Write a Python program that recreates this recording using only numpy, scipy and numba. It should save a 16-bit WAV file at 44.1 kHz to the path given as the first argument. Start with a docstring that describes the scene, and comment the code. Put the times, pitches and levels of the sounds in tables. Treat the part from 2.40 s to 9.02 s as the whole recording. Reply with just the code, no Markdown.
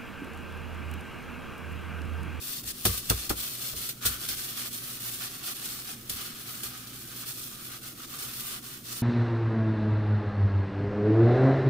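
"""A hand in a thin plastic glove pats raw steaks on a wooden board and rubs in seasoning, heard close up.
The film buckles in countless tiny snaps and grains scrape under the palm, both growing with hand speed.
Each pat slaps the film, squeezes air off the wet meat and thumps the board.
A kitchen appliance hums behind; the walls add a short tail."""
import sys
import numpy as np
from scipy import signal
from scipy.fft import rfft, irfft, next_fast_len
from scipy.io import wavfile
from scipy.ndimage import uniform_filter1d
from numba import njit

SR = 44100
rng = np.random.default_rng(int(sys.argv[2]) if len(sys.argv) > 2 else 0)


def to_wav(sig):
    """Store sig (one row per channel, or 1-D mono) as 16-bit WAV at the path in sys.argv[1].

    Samples outside -1..1 are clipped; the rate is SR.
    """
    pcm = np.clip(np.atleast_2d(sig), -1, 1) * 32767
    pcm = np.round(pcm).astype(np.int16)
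    wavfile.write(sys.argv[1], SR, pcm.T)  # frames by channels


N = 291942
TIME_S = np.arange(N) / SR
TOP_HZ = 15600

# appliance motor lines: (frequency [Hz], level [dB])
MOTOR_LINES = [(33, -83), (59.3, -64.5), (119.8, -54.5), (131, -60), (231, -77.5)]
# rush of air: (frequency [Hz], gain [dB])
AIR_SPECTRUM = [(20, -4), (60, -22), (80, -8.5), (130, 1.5), (170, -2.5), (205, -2), (240, 4), (290, -4.5),
                (360, -2.5), (420, -11.5), (900, -24), (2000, -25.5), (15000, -18.5)]
# board and counter modes: (frequency [Hz], gain [dB], t60 [s])
BOARD_MODES = [(58.2, 2.5, 0.27), (80.3, 2, 0.2), (97, 6.5, 0.19), (126.4, -11, 0.28), (182, -7.5, 0.23),
               (246.6, -16.5, 0.27), (359.6, -7.5, 0.093), (458, -11.5, 0.18), (737, -11.5, 0.072)]
# smack of wet meat: (frequency [Hz], gain [dB])
SMACK_SPECTRUM = [(30, -4), (60, 8), (100, 2.5), (200, -3.5), (370, 1), (560, -10), (760, -10.5),
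                  (950, -16), (1220, -7.5), (1900, -19.5), (4000, -39), (12000, -47)]
# dragged grains: (frequency [Hz], gain [dB])
SCRAPE_SPECTRUM = [(60, -35), (300, -4.5), (600, -15), (740, -2), (900, -14), (1170, 3), (2000, -5),
                   (3000, -1), (6000, -5.5), (12000, -23)]
# film snaps: (frequency [Hz], gain [dB])
FILM_SPECTRUM = [(60, -57), (400, -3.5), (900, -13), (1600, -7.5), (2400, -3), (3100, 1), (4400, 0.5),
                 (6800, 0), (8000, 1.5), (9000, 4), (11300, 1.5), (13000, 5), (16000, 4.5)]
# papery film resonances: (frequency [Hz], width [Hz], gain [dB])
FILM_RINGS = [(3444, 81, -2.5), (4350, 230, -3.5), (5300, 300, -8), (8900, 210, -16)]
# air pocket under the palm: (time [s], resonance [Hz], gain [dB])
AIR_POCKET = [(0, 1240, -6), (1.05, 1200, -6), (1.68, 1560, -1), (2.5, 1520, -8), (4.3, 1420, -5.5),
              (5.3, 1250, -0.5), (6.62, 1380, -3)]
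# hand moving from left steak to right: (time [s], left minus right [dB])
HAND_BALANCE = [(0, 1.5), (1.2, 0.5), (2.2, -0.2), (3.7, -0.6), (6.62, -.9)]
# single folds flipping: (time [s], level [dB])
FOLD_FLIPS = [(0.277, -42), (0.575, -28.5), (1.4885, -29), (2.474, -44), (2.809, -42), (4.47, -42)]
# palm strokes: (start [s], speed-up [s], slow-down [s], rustle [dB], scrape [dB])
PALM_STROKES = [(-.015, .11, 0.14, -38.5, -55), (.25, 0.05, 0.023, -35, -65),
                (0.319, .125, 0.029, -42.5, -59.5), (.441, 0.034, .14, -33.5, -50),
                (.6, 0.044, 0.089, -42, -60), (.685, 0.046, 0.12, -39.5, -52),
                (.77, 0.042, 0.082, -40.5, -55), (.945, 0.097, .14, -36, -52.5),
                (1.153, .085, .14, -36, -54), (1.346, .07, .12, -36.5, -57),
                (1.608, 0.067, 0.12, -37, -45.5), (1.778, .069, 0.031, -36.5, -48.5),
                (1.872, 0.044, .04, -34.5, -49), (1.945, 0.058, 0.2, -38.5, -53.5),
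                (2.14, 0.083, 0.08, -36, -50.5), (2.298, 0.067, 0.055, -39, -56),
                (2.396, 0.068, 0.18, -40.5, -53.5), (2.589, 0.057, 0.25, -38.5, -52.5),
                (2.8, 0.027, 0.064, -39, -47), (2.87, 0.056, 0.12, -43, -54),
                (3.005, .1, 0.035, -36.5, -48.5), (3.136, 0.12, 0.026, -37, -52),
                (3.265, 0.035, 0.066, -38, -52), (3.341, 0.031, 0.074, -41.5, -52.5),
                (3.43, .06, 0.068, -39.5, -51), (3.53, 0.026, 0.34, -52, -60),
                (3.69, 0.068, 0.18, -40.5, -49), (3.885, 0.076, 0.15, -45.5, -53.5),
                (4.05, 0.036, 0.21, -42, -52), (4.22, 0.033, 0.28, -46, -52), (4.468, 0.1, 0.38, -46, -58),
                (4.716, 0.087, 0.064, -43, -54), (4.849, 0.04, 0.046, -38.5, -56),
                (4.91, 0.081, 0.23, -43, -59.5), (5.126, 0.21, 0.065, -43.5, -54.5),
                (5.409, .054, 0.075, -44, -53), (5.545, 0.097, 0.022, -47, -55),
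                (5.666, 0.12, 0.19, -40.5, -52.5), (5.926, 0.084, .04, -40.5, -56),
                (6.031, 0.045, .13, -39, -49.5), (6.222, 0.025, 0.17, -44, -55),
                (6.435, 0.094, 0.11, -40, -54.5)]
# pats: (time [s], slap [dB], slap rise [s], slap decay [s], smack [dB], smack delay [s], thump [dB])
PALM_PATS = [(.23, -41.5, .0097, .017, -52, .006, -39.5),
             (0.4508, -18.5, 0.0036, 0.017, -26, 0.00024, -23.5),
             (.696, -18, 0.0036, 0.012, -27, 0.00895, -22.5),
             (0.8904, -26, 0.0071, 0.023, -26.5, .012, -29.5), (1.324, -54, .0062, .02, -44, 0.0077, -38.5),
             (1.647, -20, 0.017, .018, -41, 0.0046, -30.5), (1.886, -29.5, .003, 0.021, -55, .004, -44),
             (3.694, -29.5, 0.004, 0.02, -48.5, .008, -40), (4.232, -33.5, 0.0038, 0.031, -50, 0.0051, -51),
             (5.818, -38, 0.0089, 0.043, -50, 0.012, -49)]


def undb(db):
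    """Decibels to gain."""
    return 10 ** (np.asarray(db) / 20)


def unit(x):
    """Scale to rms 1."""
    return x / np.sqrt(np.mean(x ** 2))


def curves(rows):
    """Table columns interpolated over time."""
    times_s, *columns = np.transpose(rows)
    return [np.interp(TIME_S, times_s, column) for column in columns]


def colour(x, spectrum):
    """Minimum-phase filter; keeps the power of white noise."""
    hz, db = np.transpose(spectrum)
    bins_hz = np.maximum(np.arange(N // 2 + 1) * SR / N, 1)
    gain = undb(np.interp(np.log(bins_hz), np.log(hz), db))
    cepstrum = irfft(np.log(gain), N)
    response = np.exp(2 * rfft(cepstrum[:N // 2], N))
    return irfft(rfft(x) * unit(response * (bins_hz < TOP_HZ)), N)


def walk(rate_hz):
    """Smooth random drift, rms 1."""
    hold = max(int(SR / rate_hz), 1)
    steps = np.repeat(rng.standard_normal(N // hold + 1), hold)
    return unit(uniform_filter1d(uniform_filter1d(steps, hold), hold)[:N])


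def stereo(x, side_db, mono_below_hz=300):
    """Mid and side to left and right; long waves reach both alike."""
    side = signal.sosfilt(signal.butter(1, mono_below_hz, "high", fs=SR, output="sos"), x[1])
    return x[0] + undb(side_db) * side * np.array([[1], [-1]])


def snaps(rate_hz, spread_db, scatter_s=.0008):
    """Random clicks of uneven size, power 1; own lag and polarity per channel."""
    chance = np.clip(rate_hz / SR, 0, 1) * np.ones(N)
    at = np.flatnonzero(rng.random(N) < chance)
    size = unit(undb(spread_db * np.clip(rng.standard_normal(N), -2, 2))) / np.sqrt(chance)
    lags = (scatter_s * SR * (rng.random((2, N)) - .5)).astype(int)
    signs = rng.choice([-1, 1], (2, N))
    return np.array([np.bincount((at + lag[at]) % N, (size * sign)[at], N)
                     for lag, sign in zip(lags, signs)])


def burst(start_s, rise_s, decay_s):
    """Linear rise to 1, exponential decay."""
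    age_s = TIME_S - start_s
    return np.clip(age_s / rise_s, 0, 1) * np.exp(-np.maximum(age_s - rise_s, 0) / decay_s)


@njit
def resonate(x, g, k):
    """Swept state-variable band-pass; g: warped frequency, k: relative width."""
    y, band, low = np.zeros(len(x)), 0., 0.
    for i in range(len(x)):
        v = (band + g[i] * (x[i] - low)) / (1 + g[i] * (g[i] + k[i]))
        band, low, y[i] = 2 * v - band, low + 2 * g[i] * v, k[i] * v
    return y


def appliance(waver_db=1.9, waver_rad=.43, air_db=-54.5, pan_db=-1.5):
    """Motor lines waver over a low rush of air, slightly right."""
    hum = sum(undb(db + waver_db * walk(4.52)) * np.sin(2 * np.pi * hz * TIME_S + waver_rad * walk(3.08))
              for hz, db in MOTOR_LINES)
    air = stereo(colour(rng.standard_normal((2, N)), AIR_SPECTRUM), side_db=-9)
    return (hum + undb(air_db) * air) * undb(np.array([[pan_db], [-pan_db]]) / 2)


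def room(x, tail_db=-18, t60_s=.4, low_cut_hz=250):
    """Walls add a short diffuse tail above the bass."""
    t = TIME_S[:SR // 2]
    tail = rng.standard_normal((2, len(t))) * np.exp(-np.log(1000) * t / t60_s)
    tail = signal.sosfilt(signal.butter(2, low_cut_hz, "high", fs=SR, output="sos"), tail)
    return x + undb(tail_db) * signal.fftconvolve(x, unit(tail) / np.sqrt(len(t)), axes=1)[:, :N]


def reflections(x, delays_s=(.0012, .006), sway=.1505, gain_db=-14, count=4):
    """Echoes off board, arm and pan; the paths drift as the hand moves."""
    def echoes(channel):
        return sum(np.interp(TIME_S - delay_s * (1 + sway * walk(2.5)), TIME_S, channel)
                   for delay_s in np.geomspace(*delays_s, count))
    return x + undb(gain_db) * np.array([echoes(channel) for channel in x])


def board(lag_s=.0025, build_cycles=2.4, detune=.015, soften_db_per_s=700, gain_db=2.5):
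    """Soft meat passes each pat on slowly: low modes swell late; a slow push mostly rocks the lowest."""
    out = np.zeros(N)
    t = TIME_S[:SR // 2]
    hz, mode_db, t60_s = np.transpose(BOARD_MODES)[:, :, None]
    for at_s, *_, delay_s, thump_db in PALM_PATS:
        cycles = hz * (1 + detune * rng.standard_normal(hz.shape)) * t
        drive = undb(mode_db - soften_db_per_s * delay_s * (hz > hz.min()))
        envelope = (1 - np.exp(-cycles / build_cycles)) * np.exp(-np.log(1000) * t / t60_s)
        modes = drive * envelope * np.sin(2 * np.pi * cycles)
        start = int((at_s + lag_s) * SR)
        out[start:start + len(t)] += undb(thump_db + gain_db) * modes.sum(axis=0)[:N - start]
    return out


def meat(squeeze_s=.0021, decay_s=.014):
    """The palm squeezes air off wet meat: a dull smack."""
    push = sum(undb(smack_db) * burst(at_s + delay_s, squeeze_s, decay_s)
               for at_s, *_, smack_db, delay_s, _ in PALM_PATS)
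    return stereo(colour(rng.standard_normal((2, N)) * push, SMACK_SPECTRUM), side_db=-1.5)


def seasoning(level_db, gain_db=-2.5, jitter_db=1.64):
    """Grains drag between film and meat."""
    grains = snaps(5000, spread_db=2.7) * undb(level_db + gain_db + jitter_db * walk(60))
    return stereo(colour(grains, SCRAPE_SPECTRUM), side_db=-2.3)


def air_pocket(x, hz, boost_db, width_hz=310):
    """Air between palm and meat resonates."""
    warped = np.tan(np.pi * hz / SR)
    return x + undb(boost_db) * np.array([resonate(channel, warped, width_hz / hz) for channel in x])


def stroke_levels(idle_rustle_db=-55, idle_scrape_db=-65.5, speed_power=.61):
    """Rustle and scrape levels [dB] follow hand speed; the glove never lies quite still."""
    rustle_power, scrape_power = undb(idle_rustle_db) ** 2, undb(idle_scrape_db) ** 2
    for start_s, rise_s, fall_s, rustle_db, scrape_db in PALM_STROKES:
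        ramp = np.interp(TIME_S - start_s, [0, rise_s, rise_s + fall_s], [0, 1, 0])
        swell = np.sin(np.pi / 2 * ramp) ** speed_power
        rustle_power += (undb(rustle_db) * swell) ** 2
        scrape_power += (undb(scrape_db) * swell) ** 2
    return 10 * np.log10(rustle_power), 10 * np.log10(scrape_power)


def flex(x, depth_db=.83, rate_hz=22, count=7):
    """Film pockets change shape: each band swells and fades by itself."""
    centres_hz = np.geomspace(1500, 15000, count)
    size = next_fast_len(N)
    bins_hz = np.arange(size // 2 + 1) * SR / size
    spectrum = rfft(x, size)
    bands = (irfft(spectrum * np.interp(bins_hz, centres_hz, row), size)[:, :N] for row in np.eye(count))
    return sum(band * undb(depth_db * walk(rate_hz)) for band in bands)


def film_response(x, taut_db, split_hz=6500):
    """The film rings at a few pitches; taut, it trades middle for treble."""
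    x = colour(x, FILM_SPECTRUM)
    x = x + sum(undb(db) * signal.lfilter(*signal.iirpeak(hz, hz / width_hz, fs=SR), x)
                for hz, width_hz, db in FILM_RINGS)
    low = signal.sosfilt(signal.butter(1, split_hz, fs=SR, output="sos"), x)
    return low * undb(-taut_db) + (x - low) * undb(taut_db)


def creases(level_db, rate_hz=150, gain_db=-9.5):
    """Stiffer creases click out of the rustle."""
    return snaps(rate_hz, spread_db=1.7) * undb(level_db + gain_db)


def folds(rise_s=.0012, decay_s=.016):
    """A large fold flips in one short avalanche of snaps."""
    envelope = sum(undb(db) * burst(at_s, rise_s, decay_s) for at_s, db in FOLD_FLIPS)
    return snaps(9000, spread_db=4.3) * envelope


def flutter(gain_db=-19, build_s=.015):
    """Loose film flutters as the hand drops, peaking at each pat."""
    envelope = sum(undb(db + gain_db) * np.exp(-np.abs(TIME_S - at_s) / build_s)
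                   for at_s, db, *_ in PALM_PATS)
    return snaps(9000, spread_db=3) * envelope


def slaps(crack_db=-1, crack_s=.001):
    """The palm crushes the film flat; a quicker landing cracks harder."""
    quickest_s = min(rise_s for _, _, rise_s, *_ in PALM_PATS)
    envelope = np.zeros(N)
    for at_s, db, rise_s, decay_s, *_ in PALM_PATS:
        crush = burst(at_s, rise_s, decay_s)
        crack = undb(crack_db) * quickest_s / rise_s * burst(at_s + rise_s / 2, crack_s / 2, crack_s)
        envelope += undb(db) * (crush + crack)
    return snaps(14000, spread_db=4.1) * envelope


def rustle(level_db, peak_rate_hz=10500, gain_db=.78, catch_db=.5, jerk_db=1.38, bunch_db=.13):
    """The film buckles more often under a faster hand, catching and slipping in jerks."""
    crackle = snaps(peak_rate_hz * undb((level_db - level_db.max()) / 2), spread_db=2.5)
    stick_slip_db = catch_db * walk(45) + jerk_db * walk(70) - bunch_db * walk(500)
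    return crackle * undb(level_db + gain_db + stick_slip_db)


def glove(pocket_wander=.067, firm_scrape_db=-43.5, rest_taut_db=-.25, drift_db=.56, dull_db=.5):
    """Film and grains sound through the air pocket; pressing dulls the film."""
    rustle_db, scrape_db = stroke_levels()
    pan_db, = curves(HAND_BALANCE)
    pocket_hz, pocket_db = curves(AIR_POCKET)
    pocket_hz *= 1 + pocket_wander * walk(9)
    press = np.clip(undb(scrape_db - firm_scrape_db), 0, 1)
    taut_db = rest_taut_db - drift_db * walk(9.2) - dull_db * press
    crackle = flex(rustle(rustle_db)) + creases(rustle_db) + folds() + flutter() + slaps()
    contact = film_response(crackle, taut_db) + seasoning(scrape_db)
    return air_pocket(contact, pocket_hz, pocket_db) * undb(np.array([pan_db, -pan_db]) / 2)


def scene():
    """Glove, meat and board in front of the appliance."""
    return room(reflections(glove()) + meat()) + board() + appliance()


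def record(dry):
    """Steep low-pass at TOP_HZ."""
    return signal.sosfilt(signal.ellip(10, .2, 80, TOP_HZ, fs=SR, output="sos"), dry)


dry = scene()
out = record(dry)
to_wav(out)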